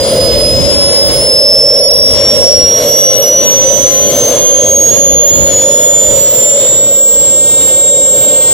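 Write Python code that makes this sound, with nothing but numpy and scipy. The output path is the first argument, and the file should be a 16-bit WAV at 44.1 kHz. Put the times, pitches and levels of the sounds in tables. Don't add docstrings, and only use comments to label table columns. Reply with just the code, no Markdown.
import sys
import numpy as np
from scipy import signal
from scipy.fft import rfft, irfft
from scipy.io import wavfile
from scipy.ndimage import uniform_filter1d, minimum_filter1d

SR = 44100
rng = np.random.default_rng(int(sys.argv[2]) if len(sys.argv) > 2 else 0)


def volts_from_decibels(level):
    exponent = np.asarray(level, float) / 20
    return 10 ** exponent


def put_to_file(sound):
    columns = np.atleast_2d(sound).T
    safe = np.clip(columns, -1, 1)
    whole_steps = np.round(safe * 32767)
    wavfile.write(sys.argv[1], SR, whole_steps.astype(np.int16))


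N = 376168
FREQ_HZ = np.fft.rfftfreq(N, 1 / SR)
TOP_HZ = 15760
LEAD_S = 4.5e-5

# t/s, f/Hz
BLADE_RATE = [(0.0, 4934), (1.2, 5225), (1.8, 5386), (2.4, 5548), (3.0, 5747), (3.6, 5984), (4.0, 6165),
              (4.4, 6368), (5.0, 6632), (5.4, 6795), (5.9, 6985), (6.45, 7193), (6.95, 7342), (7.3, 7400),
              (7.67, 7462), (8.06, 7476), (8.3, 7470), (8.53, 7457)]
# t/s, left level/dB, right level/dB, octave left level/dB, octave right level/dB
PATH_LEVELS = [(0.0, -11.1, -2.0, -20.0, -20.0), (1.4, -7.0, -5.0, -12.0, -20.0),
               (3.0, -6.4, -6.8, -14.0, -28.0), (4.6, -8.4, -3.9, -28.0, -28.0),
               (6.5, -6.4, -4.5, -7.0, -36.0), (8.53, -5.3, -4.3, -23.0, -33.0)]
# t/s, x0.5 left level/dB, x0.5 right level/dB, x1.5 left level/dB, x1.5 right level/dB
SPLITTERS = [(0, -48, -48, -40, -34), (1.16, -47, -46, -43, -43), (1.75, -56, -53, -50, -52),
             (2.4, -40, -50, -39, -48), (3, -34, -38, -49, -58), (4.5, -35, -43, -38, -49),
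             (5.3, -34, -43, -33, -43), (5.85, -25, -30, -28, -46), (6.2, -25, -35, -37, -55),
             (6.46, -35, -39, -39, -47), (6.66, -28, -31, -42, -50), (7.2, -38, -45, -42, -52),
             (7.6, -31, -35, -28, -38), (8.53, -32, -36, -33, -35)]
# t/s, left level/dB, right level/dB
TRIPLE = [(0, -38, -37), (.25, -26, -41), (.6, -38, -46), (1.15, -27, -47), (1.5, -38, -46)]
# t/s, left level/dB, right level/dB
FIVE_HALVES = [(0, -47, -44), (1, -51, -66.5), (3, -55, -55), (3.7, -45, -63), (4.1, -31, -50),
               (4.5, -32, -55)]
# t/s, lead/cycles
PORT_LEAD = [(0.0, 1.08), (0.6, 0.24), (1.3, 0.48), (2.0, 0.34), (2.7, 0.65), (3.4, 0.57), (4.0, 1.02),
             (4.6, 0.5), (5.2, 1.09), (5.8, 0.78), (6.4, 0.12), (6.8, 0.21), (7.1, 0.11), (7.4, -0.42),
             (7.7, 0.13), (8.1, 0.33), (8.53, 0.65)]
# t/s, half length/s, depth/dB, slip/cycles
FADES_LEFT = [(0.213, 0.233, 7.6, 0.21), (0.457, 0.073, 3.8, 0.3), (1.161, 0.088, 9.6, 0.69),
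              (1.775, 0.078, 2.4, 0.25), (2.375, 0.049, 13.0, 0.6), (2.698, 0.025, 3.6, 0.12),
              (2.867, 0.086, 12.2, -0.37), (3.244, 0.047, 7.2, 0.68), (3.609, 0.084, 2.0, -0.67),
              (3.749, 0.076, 14.8, 0.54), (4.126, 0.077, 4.4, 0.89), (4.389, 0.054, 6.5, -0.47),
              (4.951, 0.042, 12.3, -0.9), (5.239, 0.047, 3.0, 0.41), (5.391, 0.034, 4.0, -0.14),
              (5.699, 0.074, 6.2, 0.04), (6.16, 0.063, 12.3, 0.66), (6.365, 0.101, 2.6, 0.66),
              (6.629, 0.09, 2.8, 0.12), (6.771, 0.029, 0.0, -0.18), (7.178, 0.106, 1.6, 0.67),
              (7.349, 0.123, 0.0, 0.28), (7.47, 0.085, 1.1, -0.32), (7.678, 0.031, 3.4, -0.25),
              (8.242, 0.012, 3.2, 0.23), (8.246, 0.203, 1.4, -0.82), (8.337, 0.017, 4.5, -0.06)]
# t/s, half length/s, depth/dB, slip/cycles
FADES_RIGHT = [(0.1, 0.131, 19.3, 0.29), (0.361, 0.095, 7.8, -0.11), (0.641, 0.14, 12.5, -0.79),
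               (0.918, 0.078, 5.9, 0.32), (1.175, 0.158, 6.1, -0.08), (2.181, 0.054, 6.5, 0.51),
               (2.235, 0.234, 1.9, -0.16), (2.843, 0.045, 7.3, -0.6), (3.164, 0.055, 6.3, -0.23),
               (3.439, 0.051, 7.8, -0.51), (3.914, 0.037, 8.0, 0.48), (4.124, 0.013, 13.1, 0.75),
               (4.219, 0.179, 6.6, 0.27), (4.329, 0.029, 13.9, 0.06), (4.639, 0.063, 2.1, 0.23),
               (4.807, 0.078, 0.9, 0.33), (5.125, 0.046, 2.0, 0.21), (5.516, 0.027, 14.4, 0.62),
               (5.619, 0.158, 2.4, -0.9), (6.265, 0.012, 3.2, 0.03), (6.563, 0.179, 1.6, 0.64),
               (7.419, 0.046, 0.0, 0.15), (8.456, 0.037, 1.9, 0.03)]
# t/s, half length/s, depth/dB
OCTAVE_FADES_LEFT = [(0.17, 0.04, 16.0), (0.56, 0.05, 15.0), (0.77, 0.11, 6.0), (1.44, 0.09, 8.0),
                     (1.69, 0.11, 12.0), (2.28, 0.2, 16.0), (2.69, 0.13, 17.0), (3.12, 0.06, 10.0),
                     (3.37, 0.04, 10.0), (3.63, 0.25, 11.0), (4.21, 0.02, 12.0), (5.59, 0.11, 14.0),
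                     (5.96, 0.3, 11.0), (6.72, 0.3, 21.0), (7.36, 0.26, 15.0), (7.91, 0.19, 10.0)]
# t/s, half length/s, depth/dB
OCTAVE_FADES_RIGHT = [(0.41, 0.07, 19.0), (0.59, 0.08, 18.0), (1.05, 0.07, 12.0), (1.62, 0.05, 17.0),
                      (1.84, 0.3, 8.0), (2.6, 0.03, 16.0), (4.49, 0.1, 16.0), (6.75, 0.16, 13.0),
                      (7.0, 0.11, 11.0), (7.11, 0.04, 15.0)]
# f/Hz, level/dB per Hz
TAILPIPE = [(170, -55), (220, -51), (250, -51.5), (390, -50.5), (440, -45), (500, -38.5), (550, -34),
            (595, -37), (640, -47.5), (680, -47.5), (740, -58.5), (1090, -59), (1180, -67), (1250, -62.5)]
# f/Hz, level/dB per Hz
DUCT = [(1410.0, -65), (1850.0, -66), (2240.0, -62.5), (2390.0, -68.5), (2700.0, -66.5), (2890.0, -59),
        (3190.0, -61), (3290.0, -55), (3370.0, -56.5), (3460.0, -54.5), (3700.0, -62.5), (4230.0, -59.5),
        (4680.0, -63.5), (5090.0, -63.5)]
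# f/Hz, level/dB per Hz
INTAKE = [(5250.0, -61.5), (7270.0, -60.5), (8540.0, -67.5), (9000.0, -72.5), (9800.0, -65), (10520.0, -61),
          (12390.0, -72), (12660.0, -75.5), (13030.0, -73), (13390.0, -70), (15200.0, -76), (15590.0, -77)]
# f/Hz, left minus right level/dB
BODY_SHADOW = [(300.0, 2), (2330.0, 0.5), (2910.0, 2), (3520.0, 2.5), (4250.0, -2), (5390.0, 2),
               (6660.0, -6), (8300.0, 4.5), (9040.0, 1.8), (10280.0, 10.5), (11150.0, 3.5), (12720.0, 5),
               (15590.0, 11.5)]
# f/Hz, share/0-1
LIKENESS = [(100, 0.7), (250, .85), (500, 1), (1200, .8), (2400, .65), (3300, .85), (4000, .55),
            (8000, .25)]
SPOOL_EDGES_HZ = [0, 400, 750, 5000, 9000, 11800, 27000]
SPOOL_DB = [0, -4, 0.2, 4, 4.5, 7.5]
# f/Hz, level/dB per Hz
BUFFET = [(15, -18), (33, -17.5), (60, 0.5), (120, -5), (200, -8.5), (350, -10.5), (800, -33.5),
          (3000, -56.5)]
# t/s, half length/s, left level/dB, right level/dB
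GUSTS = [(0, 0.092, -21, -38), (0.397, 0.14, -15, -18), (0.638, 0.15, -28, -13.5), (1.127, .09, -18, -18.5),
         (1.437, .15, -28, -28), (2.02, 0.07, -34, -22.5), (2.292, .15, -26.5, -18),
         (2.622, 0.081, -28, -17), (3.848, 0.037, -35, -45), (4.73, 0.078, -24.5, -36),
         (5.138, 0.069, -33, -21.5), (5.395, 0.043, -9.5, -39), (5.5, 0.053, -26, -24),
         (6.065, 0.1, -23.5, -48), (7.247, 0.14, -31.5, -48), (7.626, 0.061, -35, -35),
         (8.05, .12, -32, -45)]
# f/Hz, level/dB per Hz
MASKED = [(300, -81.5), (2500, -70), (5000, -67.5), (9000, -70.5), (10500, -71.5), (12500, -70),
          (15500, -78)]


def columns(table):
    t_s, *rest = np.transpose(table)
    return np.array([np.interp(np.arange(N) / SR, t_s, c) for c in rest])


def shape(points):
    hz, value = np.transpose(points)
    return np.interp(np.log(FREQ_HZ + 1), np.log(hz), value)


def white():
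    return rfft(rng.standard_normal(N)) * np.sqrt(SR / 2)


def walk(rate_hz):
    k = int(SR / rate_hz)
    held = np.repeat(rng.standard_normal(N // k + 1), k)
    return 1.8 * uniform_filter1d(uniform_filter1d(held, k), k)[:N]


def whine(left_db, right_db, octave_left_db, octave_right_db, lead_cycles):
    hz = columns(BLADE_RATE)[0]
    turn = 2 * np.pi * np.cumsum(hz) / SR
    halves_db = columns(SPLITTERS)
    tones = [
        (1, [left_db, right_db]),
        (2, [octave_left_db, octave_right_db]),
        (0.5, halves_db[:2]),
        (1.5, halves_db[2:]),
        (3, columns(TRIPLE)),
        (2.5, columns(FIVE_HALVES)),
    ]
    out = 0
    for k, db in tones:
        shimmer_db = 0.6 * (k + 0.5) * np.array([walk(30), walk(30)])
        shimmer_db = shimmer_db + 3 * (k % 1 > 0) * walk(6)
        wobble = 0.065 * k * np.array([walk(30), walk(30)])
        shift = lead_cycles if k % 1 == 0 else LEAD_S * hz
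        phase = k * (turn + np.pi * np.array([shift, -shift])) + wobble
        in_range = k * hz < TOP_HZ + 300
        out = out + np.sqrt(2) * volts_from_decibels(db + shimmer_db) * np.sin(phase) * in_range
    return out


def dips(table, t_s):
    centre_s, half_s, depth_db = np.transpose(table)[:3, :, None]
    u = (t_s - centre_s) / half_s
    return np.sum(depth_db * np.exp(-u ** 2), axis=0), u


def paths():
    coarse = np.arange(0, N, 64)

    def full(v):
        return np.interp(np.arange(N), coarse, v)

    tables = (FADES_LEFT, FADES_RIGHT, OCTAVE_FADES_LEFT, OCTAVE_FADES_RIGHT)
    fades = [dips(table, coarse / SR) for table in tables]
    slips = [np.transpose(table)[3] @ np.arctan(2 * u) / np.pi
             for table, (_, u) in zip(tables[:2], fades)]
    db = columns(PATH_LEVELS) - np.array([full(loss_db) for loss_db, _ in fades])
    return *db, columns(PORT_LEAD)[0] + full(slips[0] - slips[1])


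def rush():
    hz = columns(BLADE_RATE)[0]
    speed = ((hz - hz.min()) / np.ptp(hz)) ** 1.4
    speed = speed - speed.mean()
    like = np.clip(shape(LIKENESS), 0, 1)
    engine_db = shape([(30, -75), (70, -57), (135, -48.5), *TAILPIPE, *DUCT, *INTAKE])
    shared = white()
    flicker_db = [0.82 * walk(7) + 0.55 * walk(1.504) for _ in SPOOL_DB]
    out = np.zeros((2, N))
    for side, lag_s in enumerate((0, LEAD_S)):
        colour_db = engine_db + (0.5 - side) * shape(BODY_SHADOW)
        common = np.sqrt(like) * shared * np.exp(-2j * np.pi * FREQ_HZ * lag_s)
        heard = common + np.sqrt(1 - like) * white()
        for lo, hi, db, flick_db in zip(SPOOL_EDGES_HZ, SPOOL_EDGES_HZ[1:], SPOOL_DB, flicker_db):
            band = irfft(heard * volts_from_decibels(colour_db) * (FREQ_HZ >= lo) * (FREQ_HZ < hi), N)
            out[side] += band * volts_from_decibels(db * speed + flick_db)
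    return out


def gusts():
    breeze_db, breeze_db_per_s = -30, -1.62
    t_s = np.arange(N) / SR
    power = volts_from_decibels(2 * (breeze_db + breeze_db_per_s * t_s)) * np.ones((2, 1))
    for centre_s, half_s, *db in GUSTS:
        swell = np.exp(-((t_s - centre_s) / half_s) ** 2)
        power = power + volts_from_decibels(2 * np.array(db))[:, None] * swell
    return 10 * np.log10(power)


def wind(gust_db):
    eddies = np.array([irfft(white() * volts_from_decibels(shape(BUFFET)), N) * volts_from_decibels(2.2 * walk(11)) for _ in gust_db])
    return eddies / eddies.std(axis=1, keepdims=True) * volts_from_decibels(gust_db + 1.7)


def scene():
    open_db = np.array([[4], [6.5]])
    duck_db = np.array([[15], [21]])
    duck_s, air_s, air_share = 0.13, 0.55, 1.5
    drops_s, drop_s = [1.1, 5.325, 6.27, 7.175], 0.011
    heard = paths()
    engine, breeze = rush(), wind(gusts())
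    power = uniform_filter1d(volts_from_decibels(2 * np.array(heard[:2])), int(duck_s * SR), axis=1)
    power = power + air_share * uniform_filter1d((engine + breeze) ** 2, int(air_s * SR), axis=1)
    gain_db = open_db - duck_db * power
    tones = whine(*heard)
    lost = sum(np.exp(-((np.arange(N) / SR - s) / drop_s) ** 4) for s in drops_s)
    tones = tones - lost * tones.mean(axis=0)
    return volts_from_decibels(-0.22) * tones + volts_from_decibels(gain_db) * engine + volts_from_decibels(1.5) * breeze


def limit(x, top, hold_s):
    k = int(hold_s * SR)
    need = minimum_filter1d(np.minimum(1, top / (np.abs(x) + 1e-9)), k, axis=1)
    return x * uniform_filter1d(need, k, axis=1)


def squeeze(x, coarse, grain, spread_db, port_db, size=1024, count=8):
    n, k = np.arange(2 * size) + 0.5, np.arange(size) + 0.5
    window = np.sin(np.pi * n / (2 * size))[:, None]
    basis = np.sqrt(2 / size) * window * np.cos(np.pi / size * np.outer(n + size / 2, k))
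    blocks = np.pad(x, ((0, 0), (size, 2 * size - N % size))).reshape(2, -1, size)
    lines = np.concatenate([blocks[:, :-1], blocks[:, 1:]], axis=2) @ basis
    bands = lines.reshape(2, -1, size // count, count)
    hz, db = np.transpose(MASKED)
    centre_hz = (np.arange(size // count) + 0.5) * count * SR / (2 * size)
    whole = rng.standard_normal((1, bands.shape[1], 1))
    groups = np.repeat(rng.standard_normal((1, bands.shape[1], bands.shape[2] // 4)), 4, axis=2)
    wander = uniform_filter1d(whole + groups, size=3, axis=1)
    mask_db = np.interp(centre_hz, hz, db) + spread_db * wander + port_db
    mask = (volts_from_decibels(mask_db) * np.sqrt(SR / 2))[..., None]
    heard = np.sqrt(np.mean(bands ** 2, axis=3, keepdims=True)) > mask
    fine = np.minimum(centre_hz / 4000, 1)[:, None]
    step = np.maximum(coarse * mask, fine * grain * np.median(np.abs(bands), axis=3, keepdims=True))
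    kept = np.sign(bands) * np.floor(np.abs(bands) / step + 0.4) * step * heard
    frames = kept.reshape(lines.shape) @ basis.T
    return (frames[:, :-1, size:] + frames[:, 1:, :size]).reshape(2, -1)[:, :N]


def top_cut(x):
    return signal.sosfilt(signal.butter(12, 15780, fs=SR, output="sos"), x)


def record(dry):
    held = limit(dry * volts_from_decibels(1.5), top=np.array([[1.08], [1.12]]), hold_s=0.0045)
    rounding = 7
    held = held / (1 + np.abs(held / 0.97) ** rounding) ** (1 / rounding)
    cut = signal.sosfilt(signal.ellip(8, 0.2, 70, TOP_HZ, fs=SR, output="sos"), held)
    port_db = np.reshape([0.6, -2.2], (2, 1, 1))
    mix = squeeze(np.clip(cut, -1, 1), coarse=1.6, grain=2.3, spread_db=2.4, port_db=port_db)
    return top_cut(mix)


dry = scene()
out = record(dry)
put_to_file(out)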